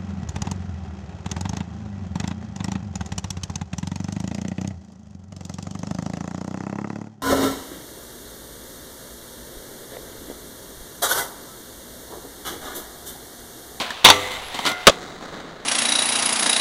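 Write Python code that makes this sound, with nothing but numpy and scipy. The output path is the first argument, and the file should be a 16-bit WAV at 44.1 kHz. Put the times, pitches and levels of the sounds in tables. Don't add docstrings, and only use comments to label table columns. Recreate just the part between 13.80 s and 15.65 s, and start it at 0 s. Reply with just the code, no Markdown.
import sys
import numpy as np
from scipy import signal
from scipy.fft import rfft, irfft
from scipy.io import wavfile
from scipy.ndimage import uniform_filter1d

SR = 44100
rng = np.random.default_rng(int(sys.argv[2]) if len(sys.argv) > 2 else 0)


def dump_mix(stems):
    frames = np.atleast_2d(stems).T
    limited = np.clip(frames, -1, 1)
    pcm = np.round(limited * 32767).astype(np.int16)
    wavfile.write(sys.argv[1], SR, pcm)


N = 81585
T = np.arange(N) / SR

# t/s, level/dB, clack t60/s, deck knock/dB
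RAIL_BLOWS = [(0.2441, -10, 0.063, -23), (.248, 8.5, 0.024, -10.5), (0.2573, 2.5, 0.028, -7.5),
              (0.263, -7.5, 0.21, -21), (0.2875, -3, 0.028, -9), (0.301, 6.5, 0.021, -13),
              (0.306, -12.5, 0.1, -13)]
# t/s, level/dB, crack offset/dB
LANDING_BLOWS = [(1.0695, -3.5, 7.5), (1.07, -5.5, 9.5), (1.0759, 6, -2.5), (1.085, -5, -4),
                 (1.0882, -12.5, 0), (1.0961, -11.5, 3)]
# t/s, level/dB, treble offset/dB, t60/s
LIGHT_KNOCKS = [(.001, -26, 2, 0.15), (0.1046, -28, 3, 0.052), (0.743, -32.5, 4.5, 0.14),
                (0.7902, -20.5, -5, 0.06), (0.852, -20.5, -0.5, 0.13), (0.863, -24.5, 6.5, 0.1),
                (0.872, -27, 7, 0.13), (0.915, -25, -1.5, 0.05), (1.157, -37, -7, 0.089),
                (1.41, -35, -7, 0.031)]
# t/s, level/dB
TRUCK_TICKS = [(0.8627, -28), (.8915, -26), (.9175, -29)]
# f/Hz, relative level/dB
BOARD_MODES = [(897, -9), (1180, -15.5), (2126, -14.5), (3473, -8.5), (3606, -8), (3800, -11.5),
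               (4517, -13)]
# f/Hz, t60/s, near-end strike/dB, far-end strike/dB
RAIL_MODES = [(92.5, 0.65, -32, -48), (295.8, 0.41, -27, -37), (405.5, 0.6, -26.5, -38.5),
              (506, 0.85, -28, -49), (644, 0.6, -34, -39), (728, 1.4, -38.5, -35), (1172, 0.28, -16, -57),
              (1324, 0.33, -23.5, -28.5), (1417, 0.62, -69, -28), (1537, 0.54, -47, -37),
              (2020, 0.99, -30.5, -34.5), (2093, 0.93, -41, -33.5), (2975, 0.1, -35, -20.5),
              (5920, 0.28, -25.5, -34.5)]

# f/Hz, relative level/dB
WIND_SPECTRUM = [(60, -4), (8000, -51)]
SPIN_SPECTRUM = [(200, -10), (700, 0.5), (2500, -4), (3700, -2.5), (5200, -13), (16000, -30.5)]
ROLL_SPECTRUM = [(50, -16.5), (160, 0.5), (550, 0), (900, -7), (1250, -4), (1950, -9), (2600, -20.5),
                 (3800, -9.5), (5300, -20), (6500, -16.5), (11500, -35.5)]
BODY_SPECTRUM = [(50, -22.5), (280, 7.5), (450, -9), (1050, 5), (1800, -17), (16000, -69)]
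HARDWARE_SPECTRUM = [(500, -19), (1800, -9), (2500, -9), (3150, -0.5), (4300, -3.5), (5200, -12),
                     (9000, -17.5), (16000, -34)]
TICK_SPECTRUM = [(3000, -14), (7500, 0), (16000, -16)]
SCRAPE_SPECTRUM = [(60, -6), (600, 2.5), (950, 6), (1700, -5), (2070, 8.5), (2450, -4), (3700, 3),
                   (5200, -14.5), (6200, -7.5), (11000, -15.5), (16000, -23)]
THUD_SPECTRUM = [(60, -11.5), (250, -6), (580, 3), (880, -15.5), (1150, -0.5), (1800, -20), (8000, -46)]
CRACK_SPECTRUM = [(300, -17), (1300, 1.5), (2650, -2.5), (3450, 6), (4300, -5), (7000, -7.5), (10000, -21),
                  (16000, -49)]
CLACK_SPECTRUM = [(40, -13), (500, -10.5), (900, -1), (1600, -6.5), (2400, -4), (3600, -0.5), (5100, -15),
                  (6000, -7), (7500, -20), (11000, -23), (16000, -55)]

# t/s, level/dB
SPIN_ENVELOPE = [(0, -24.5), (.08, -32), (.2, -36.5), (.97, -36.5), (1.13, -34.5), (1.25, -67)]
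SLIDE_ENVELOPE = [(.25, -15), (.325, -23), (.36, -26), (.495, -33), (.52, -29), (.6, -37), (.7, -41.5),
                  (.76, -33.5), (.85, -32), (.868, -25.5), (.92, -29.5), (.97, -57)]
ROLL_ENVELOPE = [(1.07, -34), (1.2, -35.5), (1.37, -39), (1.55, -35.5), (1.85, -40.5)]


def amp(db):
    return 10 ** (np.asarray(db) / 20)


def unit_rms(x):
    return x / np.sqrt(np.mean(x ** 2) + 1e-20)


def envelope(points):
    t_s, db = np.transpose(points)
    return amp(np.interp(T, t_s, db)) * ((T >= t_s[0]) | (t_s[0] < .1))


def decay(start_s, t60_s):
    return (T >= start_s) * amp(-60 * np.maximum(T - start_s, 0) / t60_s)


def swell(centre_s, half_width_s):
    return np.exp(-((T - centre_s) / half_width_s) ** 2)


def colour(x, spectrum):
    points_hz, db = np.transpose(spectrum)
    bins_hz = abs(np.fft.fftfreq(4096, 1 / SR))
    log_gain = np.log(amp(np.interp(np.log(bins_hz + 1), np.log(points_hz), db)))
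    taps = np.fft.ifft(np.exp(np.conj(signal.hilbert(log_gain)))).real
    return signal.fftconvolve(x, taps / np.linalg.norm(taps))[:N]


def lowpass(x, hz):
    sos = signal.butter(2, hz, fs=SR, output="sos")
    return signal.sosfilt(sos, signal.sosfilt(sos, x)[::-1])[::-1]


def drift(hz):
    rolloff = np.exp(-(np.fft.rfftfreq(N, 1 / SR) / hz) ** 2)
    return unit_rms(irfft(rfft(rng.standard_normal(N)) * rolloff, N))


def grains(per_s, spread_db):
    size = amp(spread_db * np.minimum(rng.exponential(1, N), 4))
    return unit_rms(size * rng.choice([-1., 1.], N) * (rng.random(N) < per_s / SR))


def blows(rows):
    return np.sqrt(sum((amp(db) * decay(t_s, t60_s)) ** 2 for t_s, db, t60_s in rows))


def rattle(rows, spectrum):
    return colour(blows(rows) * rng.standard_normal(N), spectrum)


def tone(hz, smear_rad=0):
    return np.sqrt(2) * np.sin(2 * np.pi * (hz * T + rng.random()) + smear_rad * drift(27))


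def wind():
    level_db = -55 - 1.5 * drift(1.9) + 8 * swell(centre_s=0.65, half_width_s=0.13)
    return amp(level_db) * colour(rng.standard_normal(N), WIND_SPECTRUM)


def wheels(dull_from_s=1.29, dull_db_per_s=18.5):
    spin = colour(grains(per_s=7100, spread_db=2.5) * envelope(SPIN_ENVELOPE), SPIN_SPECTRUM)
    grit = grains(per_s=3300, spread_db=2.5) * amp(1.3 * drift(45))
    roll = colour(grit * envelope(ROLL_ENVELOPE), ROLL_SPECTRUM)
    low = lowpass(roll, hz=4680)
    treble_gain = amp(-dull_db_per_s * np.maximum(T - dull_from_s, 0))
    return spin + low + treble_gain * (roll - low)


def tap(hz=1750):
    return amp(-22) * decay(start_s=.1064, t60_s=0.033) * (tone(hz) + .5 * tone(2 * hz))


def knocks():
    body = rattle([(t_s, db, t60_s) for t_s, db, _, t60_s in LIGHT_KNOCKS], BODY_SPECTRUM)
    hardware = blows([(t_s, db + treble_db, t60_s) for t_s, db, treble_db, t60_s in LIGHT_KNOCKS])
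    return body + colour(hardware * grains(per_s=3400, spread_db=2), HARDWARE_SPECTRUM)


def ticks(t60_s=.012):
    return rattle([(t_s, db, t60_s) for t_s, db in TRUCK_TICKS], TICK_SPECTRUM)


def slide():
    chatter = grains(per_s=3500, spread_db=1.5) * amp(drift(160))
    scrape = colour(chatter * envelope(SLIDE_ENVELOPE), SCRAPE_SPECTRUM)
    squeal = amp(-46) * swell(centre_s=0.668, half_width_s=0.036) * tone(11000) * drift(300)
    return scrape + squeal


def rail(near_s=0.282, far_s=0.86, rise_s=0.039, waver_db=1.5):
    ring = np.zeros(N)
    for hz, t60_s, near_db, far_db in RAIL_MODES:
        strikes = blows([(near_s, near_db, t60_s), (far_s, far_db, t60_s)])
        gain = uniform_filter1d(strikes, int(rise_s * SR))
        mode = tone(hz, smear_rad=(hz / 2720) ** 2)
        ring += gain * mode * amp(waver_db * drift(42))
    return ring


def landing(deck_t60_s=0.015, thud_t60_s=0.038, crack_t60_s=0.029):
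    deck_gain = blows([(t_s, db, deck_t60_s) for t_s, db, _ in LANDING_BLOWS])
    deck = amp(-3) * tone(572, smear_rad=2.06) * deck_gain
    thuds = [(t_s, db, thud_t60_s) for t_s, db, _ in LANDING_BLOWS]
    cracks = [(t_s, db + crack_db, crack_t60_s) for t_s, db, crack_db in LANDING_BLOWS]
    return deck + rattle(thuds, THUD_SPECTRUM) + rattle(cracks, CRACK_SPECTRUM)


def board_on_rail(knock_t60_s=0.049, ring_t60_s=0.069, clang_t60_s=0.023):
    clack = rattle([(t_s, db, t60_s) for t_s, db, t60_s, _ in RAIL_BLOWS], CLACK_SPECTRUM)
    knock = tone(975, smear_rad=1.7)
    knock *= blows([(t_s, knock_db, knock_t60_s) for t_s, _, _, knock_db in RAIL_BLOWS])
    ring = sum(amp(db) * tone(hz) * amp(4.1 * drift(42)) for hz, db in BOARD_MODES)
    ring *= blows([(t_s, db, ring_t60_s) for t_s, db, _, _ in RAIL_BLOWS])
    clang = tone(3527) * drift(330)
    clang *= blows([(t_s, 2 * db, clang_t60_s) for t_s, db, _, _ in RAIL_BLOWS])
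    return clack + knock + amp(-11) * ring + amp(-6) * clang


def scene():
    mix = tap() + board_on_rail() + rail() + slide() + knocks() + ticks() + landing() + wheels() + wind()
    return mix[None]


def record(dry):
    clip_level, edge_hz = 0.99, 15850
    clipped = np.clip(dry, -clip_level, clip_level)
    taps = signal.firwin(511, edge_hz, window=("kaiser", 8), fs=SR)
    return signal.oaconvolve(clipped, taps[None], "same")


dry = scene()
out = record(dry)
dump_mix(out)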